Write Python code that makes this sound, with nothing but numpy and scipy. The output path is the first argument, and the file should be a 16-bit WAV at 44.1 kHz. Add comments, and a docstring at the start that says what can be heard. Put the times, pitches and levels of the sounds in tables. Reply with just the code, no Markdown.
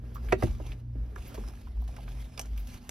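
"""Inside a parked car, light knocks and a thin tinkle lead into a plastic glove box swinging open.
It knocks against its stop, then settles with a thump: ringing modes, a noise crack and dashboard modes.
A hand rummages on in short resonant knocks and shifting rustle; near the end the metal clasp of a
laminated pass clicks and tinkles. A low swelling boom, a hum and soft air last throughout.
Two close microphone ports pick it all up, each with its own phase and level."""
import sys
import numpy as np
from scipy import signal
from scipy.fft import rfft, irfft, next_fast_len
from scipy.io import wavfile
from scipy.ndimage import uniform_filter1d, map_coordinates

SR = 44100
rng = np.random.default_rng(int(sys.argv[2]) if len(sys.argv) > 2 else 0)


def wav_record(signal):
    """Record a signal, one row per channel, as 16-bit PCM in the file named by sys.argv[1]."""
    frames = np.transpose(np.atleast_2d(signal))
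    bounded = np.clip(frames, -1, 1)
    # unit amplitude maps onto the largest positive 16-bit level
    quanta = np.round(bounded * 32767).astype(np.int16)
    wavfile.write(sys.argv[1], SR, quanta)


N = 127890  # samples, 2.9 s


def amp(db):
    """Decibels to gain."""
    return 10 ** (np.asarray(db) / 20)


def unit(x):
    """Scaled to rms 1."""
    return x / np.sqrt(np.mean(x ** 2) + 1e-20)


def along(points, hz):
    """(Hz, value) points read on a log axis."""
    f, v = np.transpose(points)
    return np.interp(np.log(hz + 1), np.log(f + 1), v)


def curves(rows):
    """One value per sample for each column after the time."""
    s, *cols = np.transpose(rows)
    return [np.interp(np.arange(N) / SR, s, c) for c in cols]


def wobble(rate):
    """A smooth random curve, rate knots a second."""
    knots = rng.standard_normal(int(N * rate / SR) + 4)
    return map_coordinates(knots, [np.arange(N) * rate / SR])


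def filtered(x, response):
    """x times a response of frequency."""
    n = x.shape[-1]
    m = next_fast_len(n + 8192)  # zero padding keeps the filter's tail from wrapping round
    return irfft(rfft(x, m) * response(np.fft.rfftfreq(m, 1 / SR)), m)[..., :n]


def noise(gain, size):
    """Coloured noise of rms 1."""
    return unit(filtered(rng.standard_normal(size), gain))


def shape(points):
    """The gain of (Hz, dB) points as a function of frequency."""
    return lambda hz: amp(along(points, hz))


def fade(t60, attack, delay=0):
    """Half a second of quick rise and exponential decay; all times in seconds."""
    t = np.maximum(np.arange(SR // 2) / SR - delay, 0)
    return np.exp(-np.log(1000) * t / t60) * (1 - np.exp(-t / attack))


def ring(modes, rise_cycles, gain=lambda hz: 1, lag_cycles=0):
    """Damped modes, struck a little differently each time; rise and lag in cycles make low ones later."""
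    t = np.arange(SR // 2) / SR
    total = np.zeros(SR // 2)
    for hz, db, t60 in modes:
        level = gain(hz) * amp(db + rng.normal(0, 1))
        envelope = fade(t60, rise_cycles / hz, lag_cycles / hz)
        total += level * envelope * np.sin(2 * np.pi * (hz * t + rng.random()))
    return total


def add(track, s, sound):
    """Mix a sound into the track at s seconds."""
    part = track[round(s * SR):][:len(sound)]
    part += sound[:len(part)]


# Blows of the lid. Each row: start in seconds, level in dB, contact cut-off in Hz, dashboard thump in dB.
LID_BLOWS = [(0.3211, -26, 6000, -61), (0.3231, -13.5, 3970, -30), (0.4235, -22, 1000, -37),
             (0.434, -25.5, 500, -23)]
# Ringing modes of the plastic lid. Each row: frequency in Hz, relative level in dB, t60 in seconds.
LID_MODES = [(379.6, 0, 0.083), (497, 2, 0.048), (610, -2, 0.055), (736, -2, 0.042), (964, -9.5, 0.05),
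             (1117, -8, 0.036), (1230, -12, 0.025), (1353, -7, 0.036), (1625, -7.5, 0.0324),
             (1910, -6, 0.026), (2006, -9.5, 0.048), (2230, -18, 0.03), (2575, -16, 0.045),
             (2672, -15.5, 0.059)]
# Colour of the crack before the contact dulls it. Each row: frequency in Hz, gain in dB.
CRACK_COLOUR = [(300, -30), (700, 5), (1900, 1.5), (3200, -7.5), (5500, -12), (9000, -16.5), (15000, -21)]
# Ringing modes of the dashboard. Each row: frequency in Hz, relative level in dB, t60 in seconds.
DASH_MODES = [(67.3, -7, 1), (84.1, -8, 0.5), (115.8, 3.5, 0.14), (181.7, -3.5, 0.13), (210.5, -18, 0.43),
              (243, 0.5, 0.054), (340.5, 1.5, 0.1)]
CRACK_DB, CRACK_T60_S = -5.5, 0.037
LID_RISE_CYCLES, LID_LAG_CYCLES, DASH_RISE_CYCLES = 1.3, 1.15, 0.44


def lid():
    """Each blow cracks and rings the plastic bin and shakes the dashboard; soft contacts are duller."""
    out = np.zeros(N)
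    for s, db, soft_hz, thump_db in LID_BLOWS:
        contact = lambda hz: 1 / np.sqrt(1 + (hz / soft_hz) ** 2)
        crack = filtered(noise(shape(CRACK_COLOUR), SR // 2), contact)
        crack *= fade(CRACK_T60_S, attack=0.00042)
        plastic = ring(LID_MODES, LID_RISE_CYCLES, contact, LID_LAG_CYCLES)
        thump = ring(DASH_MODES, DASH_RISE_CYCLES)
        add(out, s, amp(db) * (plastic + amp(CRACK_DB) * crack) + amp(thump_db) * thump)
    return out


# Contents knocking about. Each row: start in seconds, level in dB, centre in Hz, t60 in seconds,
# width in octaves.
KNOCKS = [(0.04, -48.5, 315, 0.08, 0.14), (0.157, -43.5, 1180, 0.14, 0.23), (0.165, -43, 1150, 0.047, 0.33),
          (0.286, -46, 1740, 0.095, 0.57), (0.472, -44.5, 950, 0.056, 0.64),
          (0.499, -51.5, 900, 0.035, 0.62), (0.6, -35.5, 612, 0.038, 0.42), (0.604, -41, 316, 0.11, 0.33),
          (0.719, -43, 2300, 0.037, 0.49), (0.955, -39, 235, 0.083, 0.37),
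          (1.160, -34.5, 1420, 0.026, 0.38), (1.162, -43.5, 395, .05, 0.24),
          (1.179, -47.5, 860, 0.057, 0.71), (1.319, -47, 1220, 0.024, 0.23), (1.343, -42, 612, 0.052, .65),
          (1.351, -44.5, 900, 0.047, 1.9), (1.377, -39.5, 900, 0.032, 0.17),
          (1.381, -32.5, 420, 0.033, 0.33), (1.389, -37, 232, 0.1, 0.31), (1.41, -49, 850, .025, 0.23),
          (1.438, -45.5, 990, 0.029, 0.38), (1.536, -51, 1240, 0.028, .6), (1.573, -54, 1750, 0.026, 0.13),
          (1.671, -45.5, 960, 0.033, 0.43), (1.772, -52, 890, 0.027, 0.24),
          (1.821, -49.5, 826, 0.045, 0.23), (1.876, -54.5, 1300, 0.056, 1.2),
          (1.889, -47, 770, 0.046, 0.27), (1.966, -45, 990, 0.04, 0.85), (1.98, -45, 759, 0.07, .25),
          (2.078, -45, 1200, 0.046, 0.83), (2.3765, -35, 3212, 0.019, 0.44),
          (2.378, -44.5, 791, 0.08, 0.85), (2.397, -38, 614, 0.039, 0.51), (2.450, -49, 800, 0.027, .9),
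          (2.577, -45, 2860, 0.024, 0.34)]
KNOCK_EDGE_DB, KNOCK_ATTACK_S = -19, 0.00064  # level of the broad skirt round the resonance, rise time


def contents():
    """Packets and cards bump: each a short resonance, narrow for a hollow knock and wide for a tick."""
    out = np.zeros(N)
    for s, db, centre_hz, t60, octaves in KNOCKS:
        def body(hz):
            peak = np.exp(-.5 * (np.log2((hz + 1) / centre_hz) / octaves) ** 2)
            skirt = 1 / (1 + (hz / (2 * centre_hz)) ** 2)
            return peak + amp(KNOCK_EDGE_DB) * skirt
        envelope = fade(t60, KNOCK_ATTACK_S)
        knock = unit(noise(body, SR // 2) * envelope)
        # give every knock the energy of its envelope, however the noise fell
        add(out, s, amp(db) * knock * np.sqrt(np.mean(envelope ** 2)))
    return out


# Clicks of clasp and card. Each row: start in seconds, level in dB, t60 of the snap in seconds,
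# metal ring in dB relative to the click level.
CLICKS = [(0.149, -52.5, .05, -18), (0.4245, -45.5, 0.028, -31), (0.4335, -41, 0.056, -29),
          (1.158, -53.5, 0.031, -4.5), (1.343, -48.5, .06, -27), (1.485, -45, 0.014, -30),
          (1.877, -54, 0.079, -25), (1.964, -49.5, 0.038, -32), (2.3762, -39.5, 0.028, -17),
          (2.394, -30.5, 0.03, -4), (2.413, -42.5, 0.03, 2), (2.457, -49.5, 0.027, -15),
          (2.576, -48.5, 0.04, -30), (2.672, -46, 0.03, -19), (2.8925, -31, 0.02, -6)]
# Colour of the snap. Each row: frequency in Hz, gain in dB.
CLICK_COLOUR = [(500, -1.5), (1500, -1), (2700, 1), (4500, -3), (6200, 2.5), (8500, -0.5), (11500, -7.5),
                (15500, -8)]
# Ringing modes of the metal clasp. Each row: frequency in Hz, relative level in dB, t60 in seconds.
CLASP_MODES = [(5950, -3, .035), (6090, 0, .045), (6900, -8, .025), (7450, -3, .03), (8600, -5, .035),
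               (11600, -9, .03)]
# Small metal links tinkling. Each row: start in seconds, level in dB.
TINKLES = [(0.145, -52.5), (0.29, -62.5), (1.276, -50.5), (1.345, -53.5), (1.819, -64.5), (2.575, -49.5),
           (2.595, -53), (2.607, -60), (2.67, -61.5)]
# Ringing modes of the links. Each row: frequency in Hz, relative level in dB, t60 in seconds.
LINK_MODES = [(9100, -9, .05), (11500, -4, .06), (12100, -1, .07), (13100, -5, .05), (14300, -4, .05),
              (15100, -1, .06), (15650, 1, .06)]
METAL_RISE_CYCLES = 2.7


def clasp():
    """Sharp noise snaps of card and clasp with metal modes, and the thin tinkle of small links."""
    out = np.zeros(N)
    for s, db, t60, ring_db in CLICKS:
        snap = noise(shape(CLICK_COLOUR), SR // 2) * fade(t60, attack=0.0001)
        metal = ring(CLASP_MODES, METAL_RISE_CYCLES)
        add(out, s, amp(db) * (snap + amp(ring_db) * metal))
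    for s, db in TINKLES:
        jitter = noise(lambda hz: hz < 150, SR // 2)  # slow noise makes the ring uneven
        add(out, s, amp(db) * ring(LINK_MODES, METAL_RISE_CYCLES) * jitter)
    return out


# Sliding of sleeve, hand and contents. Each row: time in seconds, level in dB.
RUB = [(0, -75), (0.05, -67), (0.22, -61.5), (0.31, -52), (0.37, -64), (0.41, -47), (0.49, -52),
       (0.6, -63.5), (0.66, -53.5), (0.73, -55), (0.755, -70), (0.8, -66), (0.85, -88.5), (0.93, -76.5),
       (1.0, -71), (1.14, -69), (1.19, -57), (1.27, -50), (1.32, -56), (1.43, -54.5), (1.52, -59),
       (1.6, -59.5), (1.74, -68.5), (1.86, -64.5), (1.9, -59.5), (2.02, -61), (2.2, -53.5), (2.3, -61),
       (2.37, -59), (2.42, -58.5), (2.52, -61), (2.6, -55), (2.65, -58.5), (2.74, -49), (2.8, -61),
       (2.9, -59)]
# Colour of the sliding. Each row: frequency in Hz, gain in dB.
RUSTLE_COLOUR = [(150, 13.5), (400, 1.5), (900, 5), (1600, -1), (2800, 0.5), (4000, -3), (7000, -5.5),
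                 (10000, -9), (13000, -9), (15500, -18)]
CATCHES_PER_S, CATCH_SIZE, CATCH_T60_S = 97, 1.2, 0.021
RUB_FLUTTER_DB, RUB_PATCHY_DB = 1.3, 2.5  # depth of level flutter, of shifting colour


def rustle():
    """Sliding cloth and paper: a hiss whose colour keeps shifting, with tiny catches in it."""
    level_db, = curves(RUB)
    strikes = (rng.random(N) < CATCHES_PER_S / SR) * rng.random(N)
    catches = signal.fftconvolve(strikes, fade(CATCH_T60_S, attack=0.00027))[:N]
    z = signal.stft(rng.standard_normal(N) * (1 + CATCH_SIZE * catches), nperseg=512)[2]
    # random gains smoothed over frequency, then over time
    patches = uniform_filter1d(rng.standard_normal(z.shape), size=5, axis=0)
    patches = uniform_filter1d(patches, size=9, axis=1)
    friction = signal.istft(z * amp(RUB_PATCHY_DB * unit(patches)), nperseg=512)[1][:N]
    level = amp(level_db + RUB_FLUTTER_DB * wobble(60))
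    return level * unit(filtered(friction, shape(RUSTLE_COLOUR)))


# Dull shifting of lid and contents under the hand. Each row: time in seconds, level in dB.
SHIFT = [(0, -58.5), (0.25, -52.5), (0.48, -54.5), (0.58, -59), (0.72, -53), (0.88, -72), (1.0, -58),
         (1.47, -52), (1.54, -62.5), (1.75, -63.5), (1.98, -55), (2.33, -63.5), (2.43, -51), (2.52, -66),
         (2.8, -70)]
# Colour of the shifting. Each row: frequency in Hz, gain in dB.
SHIFT_COLOUR = [(100, 2.5), (210, 4.5), (450, 0), (800, -11.5), (1700, -15.5), (4000, -34)]


def shifting():
    """The dull, uneven sound of things being pushed about in the bin: low noise of wavering level."""
    level_db, = curves(SHIFT)
    return amp(level_db + 2.2 * wobble(40.3)) * noise(shape(SHIFT_COLOUR), N)


# Cabin rumble. Each row: time in seconds, level in dB.
RUMBLE = [(0, -58), (0.06, -37), (0.12, -48.5), (0.28, -31.5), (0.38, -38.5), (0.46, -36), (0.52, -29.5),
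          (0.58, -45), (0.72, -36.5), (0.78, -51.5), (0.95, -38), (1.02, -29.5), (1.14, -45), (1.2, -35.5),
          (1.26, -52), (1.47, -33), (1.55, -49), (1.72, -42), (1.78, -29.5), (1.87, -33.5), (1.94, -44),
          (2.25, -37.5), (2.34, -53.5), (2.48, -41), (2.53, -31), (2.65, -35.5), (2.82, -65), (2.9, -38.5)]
# Hum. Each row: time in seconds, pitch in Hz, fundamental in dB, octave in dB.
HUM = [(0, 118.9, -47.5, -60), (0.4, 117.3, -47.5, -49.5), (0.9, 117.7, -41.5, -69.5),
       (1.15, 116.9, -51.5, -65.5), (1.7, 118.9, -60, -61), (2.1, 123.9, -47.5, -60),
       (2.6, 124.5, -59.5, -59.5), (2.9, 121.1, -63, -55)]
# Colour of the bed of air. Each row: frequency in Hz, gain in dB.
AIR_COLOUR = [(20, -25.5), (31, -3.5), (42, 10), (80, 4), (140, -12.5), (210, -6.5), (320, -20), (700, -35),
              (1500, -41), (3000, -48), (7000, -51), (15000, -62)]
BOOM_HZ, BOOM_WANDER_HZ, AIR_DB = 53.96, 4.27, -45.5


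def drone():
    """A swelling low boom of the cabin with wandering pitch, a hum with its octave and a bed of air."""
    boom_db, = curves(RUMBLE)
    pitch_hz, first_db, octave_db = curves(HUM)
    boom_turn = 2 * np.pi * np.cumsum(BOOM_HZ + BOOM_WANDER_HZ * wobble(17)) / SR
    boom = amp(boom_db) * np.sin(boom_turn)
    turn = 2 * np.pi * np.cumsum(pitch_hz) / SR
    hum = amp(first_db + 1.5 * wobble(9.04)) * np.sin(turn)
    hum += amp(octave_db + 0.7 * wobble(8.8)) * np.sin(2 * turn)
    # root two makes the dB of the tones rms levels
    return np.sqrt(2) * (boom + hum) + amp(AIR_DB) * noise(shape(AIR_COLOUR), N)


# Decay of the car's interior. Each row: frequency in Hz, t60 in seconds.
CABIN_DECAY = [(100, 0.43), (600, 0.06), (3000, 0.13), (12000, 0.071)]


def cabin(x):
    """The short, padded echo of the car's interior: noise that dies at its own rate in each band."""
    hz, t, z = signal.stft(rng.standard_normal(SR // 4), SR, nperseg=256)
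    decay = np.exp(-np.log(1000) * t / along(CABIN_DECAY, hz)[:, None])
    tail = signal.istft(z * decay, SR, nperseg=256)[1]
    return signal.fftconvolve(x, tail / np.linalg.norm(tail))[:N]


CABIN_DB, UNLIKE_DB, RUB_WIDE_DB = -15, -13, -14  # echo in both ports, opposed echo, opposed rubbing


def scene():
    """Near sounds over the drone; echo and rubbing differ a little between the ports."""
    near = lid() + contents() + clasp() + rustle() + shifting()
    middle = near + amp(CABIN_DB) * cabin(near) + drone()
    side = amp(UNLIKE_DB) * cabin(near) + amp(RUB_WIDE_DB) * (rustle() + shifting())
    return np.array([middle + side, middle - side])


# Phase between the ports. Each row: frequency in Hz, lead of the left in radians.
PORT_PHASE = [(20, 0), (200, -.15), (800, -.75), (1300, -1.2), (1500, -1.1), (1700, .6), (1900, 1.6),
              (2250, .3), (3000, -.85), (4200, -.35), (5800, -.9), (6700, -2.2), (7400, -3.1), (8600, -3.1),
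              (10300, -.3), (12000, .1), (13000, 1.3), (14000, 3)]
# Level between the ports. Each row: frequency in Hz, left minus right in dB.
PORT_TILT = [(60, .3), (150, -.5), (380, -5), (850, -6.5), (1900, -1), (2500, -3), (5000, -4.5),
             (7200, -.2)]
TOP_HZ = 15850  # band limit


def record(dry):
    """The port pair shifts phase and level between the channels; nothing passes above the band limit."""
    def ports(hz):
        # each port takes half of the difference, in opposite directions
        half = amp(along(PORT_TILT, hz) / 2) * np.exp(.5j * along(PORT_PHASE, hz))
        return np.array([half, 1 / half]) * (hz < TOP_HZ)
    return filtered(dry, ports)


dry = scene()
out = record(dry)
wav_record(out)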